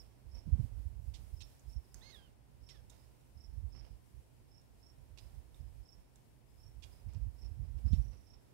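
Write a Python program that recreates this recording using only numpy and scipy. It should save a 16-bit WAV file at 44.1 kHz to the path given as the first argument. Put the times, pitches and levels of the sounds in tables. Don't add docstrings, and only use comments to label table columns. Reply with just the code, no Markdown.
import sys
import numpy as np
from scipy import signal
from scipy.fft import rfft, irfft, next_fast_len
from scipy.io import wavfile
from scipy.ndimage import uniform_filter1d

SR = 44100
rng = np.random.default_rng(int(sys.argv[2]) if len(sys.argv) > 2 else 0)


def store_pcm(level_fs):
    pcm = np.round(np.clip(level_fs, -1, 1) * 32767).astype(np.int16)
    wavfile.write(sys.argv[1], SR, np.atleast_2d(pcm).T)


N = 376173
TIME = np.arange(N) / SR


def wing_stroke(level_db, start_hz, length_s, sag, roughness):
    progress = np.linspace(0, 1, int(length_s * SR))
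    slip, grip = (np.interp(progress, np.linspace(0, 1, 12), row) for row in rng.standard_normal((2, 12)))
    slowing = .5 + .5 * np.tanh((progress - 0.557) / 0.25)
    pitch_hz = start_hz * (1 + rng.normal(0, 0.0046)) * (1 - sag * slowing + 0.031 * roughness * slip)
    force = np.abs(np.sin(np.pi * progress)) ** 0.88 * (1.3 - slowing)
    return from_db(level_db + rng.normal(0, 0.5)) * force * (1 + roughness * grip) * sine(pitch_hz)


def near_insect(loud_db=-56):
    # time_s, level_db, growth_per_stroke_db
    chirps = [(-.068, -54.5, 2), (0.319, -55, 4), (1.368, -59.5, 2), (1.698, -60.5, 2.5), (2.638, -59.5, 4),
              (3.377, -56, 4.5), (3.727, -57.5, 2.5), (4.515, -60, 3), (4.833, -62.5, 1), (5.859, -57, 3),
              (6.605, -62.5, 1), (7.388, -58.5, 3), (7.885, -65, -1), (8.275, -59.5, 2)]
    # offset_s, relative_level_db, start_pitch_hz
    strokes = [(-.033, -9, 5200), (-.008, 0.5, 5400), (.023, 1, 5527), (.057, -0.5, 5540)]
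    out = np.zeros(N)
    for time_s, level_db, growth_db in chirps:
        sag = .1 * from_db(0.95 * min(level_db - loud_db, 0))
        for strokes_left, (offset_s, relative_db, start_hz) in enumerate(strokes[::-1]):
            stroke_db = level_db + relative_db - growth_db * strokes_left
            length_s = 0.027 * rng.uniform(0.88, 1.2)
            add(out, time_s + offset_s, wing_stroke(stroke_db, start_hz, length_s, sag, roughness=0.34))
    return out


def trilling_insect(start_s=7.98, spacing_s=0.031, rise_s=.05, hold_s=0.2, fade_db_per_s=80):
    out = np.zeros(N)
    for elapsed_s in spacing_s * np.arange(12):
        strength = min((elapsed_s + spacing_s / 2) / rise_s, 1)
        level_db = -71 - fade_db_per_s * max(elapsed_s - hold_s, 0)
        stroke = wing_stroke(level_db, start_hz=5790, length_s=0.027, sag=0.043, roughness=0.51)
        add(out, start_s + elapsed_s, strength * stroke)
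    return out


def far_insect(spacing_s=0.033):
    # start_s, level_db
    chirps = [(1.06, -78), (1.84, -73), (2.96, -76), (3.855, -72), (5.19, -75.5), (5.6, -76.5), (6.48, -75),
              (6.915, -75.5)]
    out = np.zeros(N)
    for start_s, level_db in chirps:
        for count in range(3):
            stroke = wing_stroke(level_db, start_hz=5120, length_s=0.032, sag=0.023, roughness=0.41)
            add(out, start_s + count * spacing_s, stroke)
    return out


def wind(gustiness_db=3.2, strong_db=-26, churn_width_s=0.016):
    # time_s, level_db
    gusts = [(0, -51.5), (.21, -70), (.5, -54), (.75, -41.5), (1.0, -44.5), (1.4, -47), (1.57, -67.5),
             (2.1, -59), (2.45, -67.5), (2.8, -54.5), (3.25, -69), (3.6, -41), (4.05, -65.5), (4.65, -63),
             (5.3, -57), (5.7, -49.5), (6.0, -71.5), (6.45, -63), (6.95, -53), (7.15, -42), (7.4, -48.5),
             (7.9, -42.5), (8.1, -41.5), (8.22, -62), (8.53, -68)]
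    # time_s, level_db
    puffs = [(.278, -45), (.359, -39.5), (.72, -51), (.8, -37.5), (.93, -60), (.99, -40), (1.2, -64),
             (1.684, -40.5), (1.959, -45.5), (2.178, -51), (3.371, -47.5), (3.482, -45), (3.817, -44),
             (3.92, -44), (4.17, -44.5), (5.011, -50.5), (5.128, -47.5), (5.253, -46.5), (5.373, -43.5),
             (5.63, -41.5), (5.801, -44), (5.979, -50), (6.673, -46.5), (6.78, -44), (7.079, -36),
             (7.451, -37.5), (7.517, -39), (7.616, -34), (7.7, -39), (7.762, -34), (8.35, -54)]
    # time_s, level_db, pitch_hz, fine_swirls_db
    blows = [(0.479, -31, 138, -43.5), (.535, -19.5, 77, -38.5), (0.6, -27, 91, -35.5),
             (0.645, -30, 89.5, -49), (0.866, -31.5, 77.5, -58), (1.083, -34, 80, -69),
             (1.345, -32, 70, -71), (1.772, -31, 61, -59), (3.581, -35.5, 91, -62), (3.649, -32, 71, -56),
             (5.614, -37, 74.6, -54), (7.171, -31.5, 92, -51.5), (7.225, -30, 55.3, -60),
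             (7.273, -27, 82.6, -51.5), (7.861, -23, 73.6, -40.5), (7.93, -17.5, 63.3, -38.5),
             (7.996, -21, 54.4, -52)]
    # frequency_hz, level_db
    rumble_colour = [(15, -34), (28, -44), (40, -8.5), (54, 1.5), (80, -9), (120, -17), (170, -29.5),
                     (300, -54.5), (600, -65), (1500, -68.5), (6000, -125)]
    # frequency_hz, level_db
    flutter_colour = [(60, -20.5), (120, 6), (180, 1.5), (250, -8.5), (340, -19), (600, -37), (1500, -100),
                      (6000, -115)]
    gust_db, = curves(gusts)
    flow = np.hypot(from_db(gust_db + gustiness_db * drift(24)), smooth_swells(puffs, width_s=0.021))
    churn = from_db(-7) * smooth_swells(blows, churn_width_s)
    out = np.hypot(flow, churn) * swirling_air(rumble_colour)
    fine_flow = from_db(-16) * flow * (flow / from_db(strong_db)) ** 0.44
    fine_churn = smooth_swells([(time_s, fine_db) for time_s, _, _, fine_db in blows], churn_width_s)
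    out += np.hypot(fine_flow, fine_churn) * from_db(2 * drift(60)) * swirling_air(flutter_colour)
    t = np.arange(-SR // 20, SR // 20) / SR
    for time_s, level_db, pitch_hz, _ in blows:
        cycles = t * pitch_hz
        thump = np.exp(-.5 * (cycles / 0.6) ** 2) * np.sin(2 * np.pi * cycles)
        add(out, time_s + t[0], from_db(level_db) * thump)
    return filtered(out, 2, 35, "high")


def swirling_air(colour):
    swirls = noise(colour)
    return swirls / np.sqrt(uniform_filter1d(power(swirls, 0.041), SR // 60))


def bird_chips(rise_s=0.0026, throat_db=-5.5):
    # start_s, level_db, length_s, decay_s, throat_hz
    chips = [(1.137, -50.5, 0.013, .016, 5500), (1.404, -47, 0.019, 0.005, 3830),
             (2.687, -51, 0.0093, 0.012, 5170), (5.173, -52, .003, 0.0059, 2300),
             (5.183, -51.5, 0.0025, .007, 5000), (6.822, -50.5, 0.019, .006, 3380),
             (7.923, -52.5, 0.012, 0.015, 3400)]
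    # frequency_hz, level_db
    rattle_colour = [(1000, -25), (1700, -14), (2150, -4), (2700, 1.5), (3600, 2), (5000, -0.5), (6500, -3),
                     (8000, -7.5), (10000, -14.5), (15000, -32)]
    out, t = np.zeros(N), np.arange(SR // 4) / SR
    rattle = noise(rattle_colour) * from_db(1.5 * drift(700) - 8)
    for start_s, level_db, length_s, decay_s, throat_hz in chips:
        swell = np.minimum(t / rise_s, 1) * np.interp(t, [0, length_s], [0.56, 1])
        fade = np.exp(-np.maximum(t - length_s, 0) / decay_s)
        chip = from_db(level_db) * swell * fade * rattle[round(start_s * SR):][:len(t)]
        add(out, start_s, chip + from_db(throat_db) * ring(chip, throat_hz, sharpness=8))
    return out


def whistle(path, base_db, overtone_db, hoarse_db, glide_s=0.005, flutter_hz=480):
    # frequency_hz, level_db
    hoarse_colour = [(600, -3.5), (1300, -11), (2200, -18), (3300, -2), (4200, -7), (5100, 0), (5600, -20),
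                     (6100, -6), (7000, -30), (15000, -40)]
    pitch_hz, level_db, rasp = curves(path)
    pitch_hz = uniform_filter1d(pitch_hz, int(glide_s * SR)) * (1 + 0.00215 * drift(500))
    base = from_db(base_db + 2.6 * rasp) * sine(pitch_hz)
    overtones = sine(2 * pitch_hz) + rasp * from_db(-2.5) * sine(3 * pitch_hz)
    tone = base + from_db(overtone_db - 5.4 * rasp) * overtones
    flutter = .85 * sine(flutter_hz * (1 + 0.031 * drift(100)))
    hoarseness = rasp * from_db(hoarse_db) * noise(hoarse_colour)
    voice = filtered(tone * (1 + rasp * flutter) + hoarseness, 12, 6850)
    singing = (TIME > path[0][0]) & (TIME < path[-1][0])
    return from_db(level_db + 2 * rasp * drift(260)) * voice * singing


def bird_whistles():
    # time_s, pitch_hz, level_db, rasp (0 clear to 1 harsh)
    arched_path = [(2.01, 1640, -68, .3), (2.02, 1810, -59, 0), (2.028, 2020, -58.5, 0.5),
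                   (2.066, 2148, -55, 0.6), (2.098, 2175, -54.5, 0.8), (2.124, 2060, -60, 0.9),
                   (2.13, 1945, -55, 0), (2.15, 1833, -55, 0), (2.16, 1705, -56.5, 0.2),
                   (2.208, 1580, -65.5, 0.3), (2.254, 1555, -66, 0.1), (2.285, 1390, -69, 0.1)]
    # time_s, pitch_hz, level_db, rasp (0 clear to 1 harsh)
    falling_path = [(2.705, 2070, -59, 0.72), (2.735, 1947, -66, 0.57), (2.757, 1750, -59.5, 0.56),
                    (2.81, 1540, -72, 0.33)]
    arched = whistle(arched_path, base_db=-13, overtone_db=-2.5, hoarse_db=-8)
    falling = whistle(falling_path, base_db=-12.5, overtone_db=-10, hoarse_db=-7)
    return arched + falling


def stem_ticks(ring_hz=3640, ring_decay_s=0.0057):
    # time_s, level_db, decay_s, relative_ring_db
    ticks = [(1.594, -62, 0.0088, -23), (1.944, -43, 0.0021, -30), (2.898, -54.5, 0.0045, -9),
             (2.902, -60.5, 0.0033, -3), (2.912, -61.5, 0.0019, -18), (3.019, -70, .003, -9),
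             (3.209, -65, 0.0033, -13), (4.615, -60.5, 0.0031, -11), (5.545, -66, .0036, 1),
             (6.158, -55.5, 0.0039, -17), (7.135, -59.5, 0.0037, -14), (8.342, -73, .002, 1)]
    # frequency_hz, level_db
    snap_colour = [(1000, -28), (1400, -8), (1750, -2.5), (2300, -21), (3600, -25), (4600, -4), (6400, 7),
                   (8300, 3), (10500, -6), (15000, -12)]
    snaps = bursts([(time_s, level_db, .0002, decay_s) for time_s, level_db, decay_s, _ in ticks])
    rings = bursts([(time_s, db + ring_db, .0004, ring_decay_s) for time_s, db, _, ring_db in ticks])
    snap_noise = noise(snap_colour)
    ring_noise = unit_level(ring(rng.standard_normal(N), ring_hz, sharpness=38))
    return snaps * snap_noise + rings * ring_noise


def leaf_rustles(crackle_db=4):
    # peak_time_s, level_db, rise_s, decay_s
    rustles = [(.02, -79, 0.013, 0.15), (.38, -71, 0.028, 0.026), (2.93, -76, 0.016, 0.068),
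               (3.752, -72.5, 0.011, 0.032), (3.84, -73.5, 0.056, 0.098), (7.106, -67.5, 0.013, 0.017),
               (7.145, -72.5, 0.013, 0.1), (7.46, -74, 0.022, 0.042), (7.65, -73, 0.0088, 0.025),
               (7.785, -69.5, 0.0092, 0.007), (7.87, -72, 0.015, 0.031), (8.125, -71, 0.0068, 0.03),
               (8.337, -68, 0.0059, 0.012)]
    # frequency_hz, level_db
    leaf_colour = [(300, 14.5), (800, 9), (1800, -1), (2350, 1), (2800, 3), (3400, -4.5), (4200, -2.5),
                   (5200, 4.5), (8000, -22), (15000, -27)]
    return bursts(rustles) * noise(leaf_colour) * from_db(crackle_db * drift(350) + 9.5)


def ground_echo(sound, delay_s=.016, echo_db=-15):
    out = sound.copy()
    add(out, delay_s, from_db(echo_db) * sound)
    return out


def field_echoes(sound, near_db, far_db, near_fade_s=0.044, far_fade_s=0.54):
    t = np.arange(SR // 2) / SR
    echoes = 0
    for level_db, fade_s in ((near_db, near_fade_s), (far_db, far_fade_s)):
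        scatter = rng.standard_normal(len(t)) * from_db(-60 * t / fade_s) * (t > .003)
        echoes = echoes + from_db(level_db) * unit_level(scatter) / np.sqrt(len(t))
    return sound + signal.fftconvolve(sound, filtered(echoes, 2, 7500))[:N]


def machine_hum(pitch_hz=116.8, level_db=-61):
    return from_db(level_db + 1.6 * drift(14)) * sine(pitch_hz * (1 + 0.083 * drift(45)))


def air_hiss(left_db=-65, right_db=-62.5):
    # time_s, gain_db
    breeze = [(0, 0), (.25, -1.5), (.6, 4), (1.0, -1.5), (1.25, -0.5), (1.75, -3), (2.15, 1.5), (2.4, -2),
              (3.2, -0.5), (4.2, -1.5), (4.7, -1), (5.6, 0), (6.5, -2.5), (7.2, -1), (7.9, 1), (8.53, -0.5)]
    # frequency_hz, level_db
    left_colour = [(20, -16.5), (55, 2), (110, -4.5), (250, -10), (500, -15.5), (980, -18.5), (1150, -25),
                   (2900, -27.5), (3400, -31), (6500, -33), (9000, -29.5), (15500, -35)]
    # frequency_hz, level_db
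    right_colour = [(20, -27), (55, 6.5), (90, -13.5), (130, -2), (170, -5.5), (250, -6), (500, -10),
                    (980, -14.5), (1200, -20), (2500, -22), (4200, -25.5), (5200, -22.5), (6500, -27.5),
                    (9000, -24.5), (15500, -30.5)]
    breeze_db, = curves(breeze)
    left = from_db(left_db) * noise(left_colour)
    right = from_db(right_db + breeze_db + .5 * drift(10)) * noise(right_colour)
    return wavering_treble(left), wavering_treble(right)


def wavering_treble(hiss, above_hz=5000, waver_db=1.8):
    # time_s, gain_db
    treble = [(0, 2), (.3, 0), (.48, 0), (.7, 0.5), (.95, 2), (1.25, 2), (1.65, 4), (1.87, 1.5),
              (2.1, -1.5), (2.5, -1.5), (2.95, 0.5), (4.3, 0.5), (5.35, 1), (6.5, 0), (7.1, 2), (7.5, 1),
              (7.97, 1.5), (8.3, -1), (8.53, 0)]
    treble_db, = curves(treble)
    low = filtered(hiss, 1, above_hz)
    return low + (hiss - low) * from_db(treble_db + waver_db * drift(14))


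def noise_suppressor(stereo, threshold_db=-74, range_db=8, left_cut_db=1.5, right_cut_db=5.5):
    bands_hz = [(1500, 2700), (2700, 4500), (6500, 9000), (9000, 13000)]
    bands = [filtered(stereo[1], 3, edges_hz, "band") for edges_hz in bands_hz]
    treble_db = np.mean([10 * np.log10(power(band, 0.005)) for band in bands], axis=0)
    fall_db = 45 * TIME
    held_db = np.maximum.accumulate(treble_db + fall_db) - fall_db
    cut_share = 1 - np.clip((held_db - threshold_db) / range_db, 0, 1)
    bass = filtered(stereo, 1, 300)
    return bass + (stereo - bass) * from_db(-np.outer([left_cut_db, right_cut_db], cut_share))


def from_db(db):
    return 10 ** (np.asarray(db) / 20)


def unit_level(sound):
    return sound / np.sqrt(np.mean(sound ** 2) + 1e-20)


def power(sound, window_s):
    return np.abs(uniform_filter1d(sound ** 2, max(int(window_s * SR), 2))) + 1e-16


def curves(rows):
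    times_s, *columns = np.transpose(rows)
    return [np.interp(TIME, times_s, column) for column in columns]


def noise(colour):
    frequency_hz, level_db = np.transpose(colour)
    size = next_fast_len(N)
    log_hz = np.log(np.arange(size // 2 + 1) * SR / size + 1)
    gains = from_db(np.interp(log_hz, np.log(frequency_hz), level_db))
    return unit_level(irfft(rfft(rng.standard_normal(size)) * gains, size)[:N])


def drift(steps_per_s):
    points = rng.standard_normal(N // 8)
    return unit_level(np.interp(TIME * steps_per_s, np.arange(len(points)), points))


def sine(pitch_hz):
    return np.sin(2 * np.pi * np.cumsum(pitch_hz) / SR)


def filtered(sound, order, edge_hz, keep="low"):
    return signal.sosfilt(signal.butter(order, edge_hz, keep, fs=SR, output="sos"), sound)


def ring(sound, pitch_hz, sharpness):
    return signal.lfilter(*signal.iirpeak(pitch_hz, sharpness, fs=SR), sound)


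def add(out, start_s, sound):
    at = round(start_s * SR) + np.arange(len(sound))
    inside = (at >= 0) & (at < N)
    out[at[inside]] += sound[inside]


def bursts(rows):
    out, t = np.zeros(N), np.arange(-SR // 10, SR // 2) / SR
    for peak_time_s, level_db, rise_s, decay_s in rows:
        shape = np.exp(np.where(t < 0, -.5 * (t / rise_s) ** 2, -t / decay_s))
        add(out, peak_time_s + t[0], from_db(level_db) * shape)
    return out


def smooth_swells(rows, width_s):
    out, t = np.zeros(N), np.arange(-SR // 5, SR // 5) / SR
    for time_s, level_db, *_ in rows:
        add(out, time_s + t[0], from_db(level_db) * np.exp(-.5 * (t / width_s) ** 2))
    return out


def scene():
    insects = ground_echo(near_insect() + trilling_insect())
    insects = from_db(5.5) * field_echoes(insects, near_db=-6.5, far_db=-7.5)
    bird = from_db(4) * field_echoes(bird_chips() + bird_whistles(), near_db=-9, far_db=-11.5)
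    plants = field_echoes(stem_ticks() + leaf_rustles(), near_db=-16, far_db=-5)
    far_chirps = from_db(4.5) * field_echoes(far_insect(), near_db=-2.5, far_db=-9)
    field = insects + far_chirps + bird + plants
    hum = machine_hum()
    left_hiss, right_hiss = air_hiss()
    left = left_hiss + from_db(-43) * field + from_db(-46) * wind()
    right = right_hiss + hum + field + wind()
    return np.array([left, right])


def record(dry):
    treble_cut = signal.ellip(12, .1, 70, 15750, fs=SR, output="sos")
    return signal.sosfilt(treble_cut, noise_suppressor(dry))


dry = scene()
out = record(dry)
store_pcm(out)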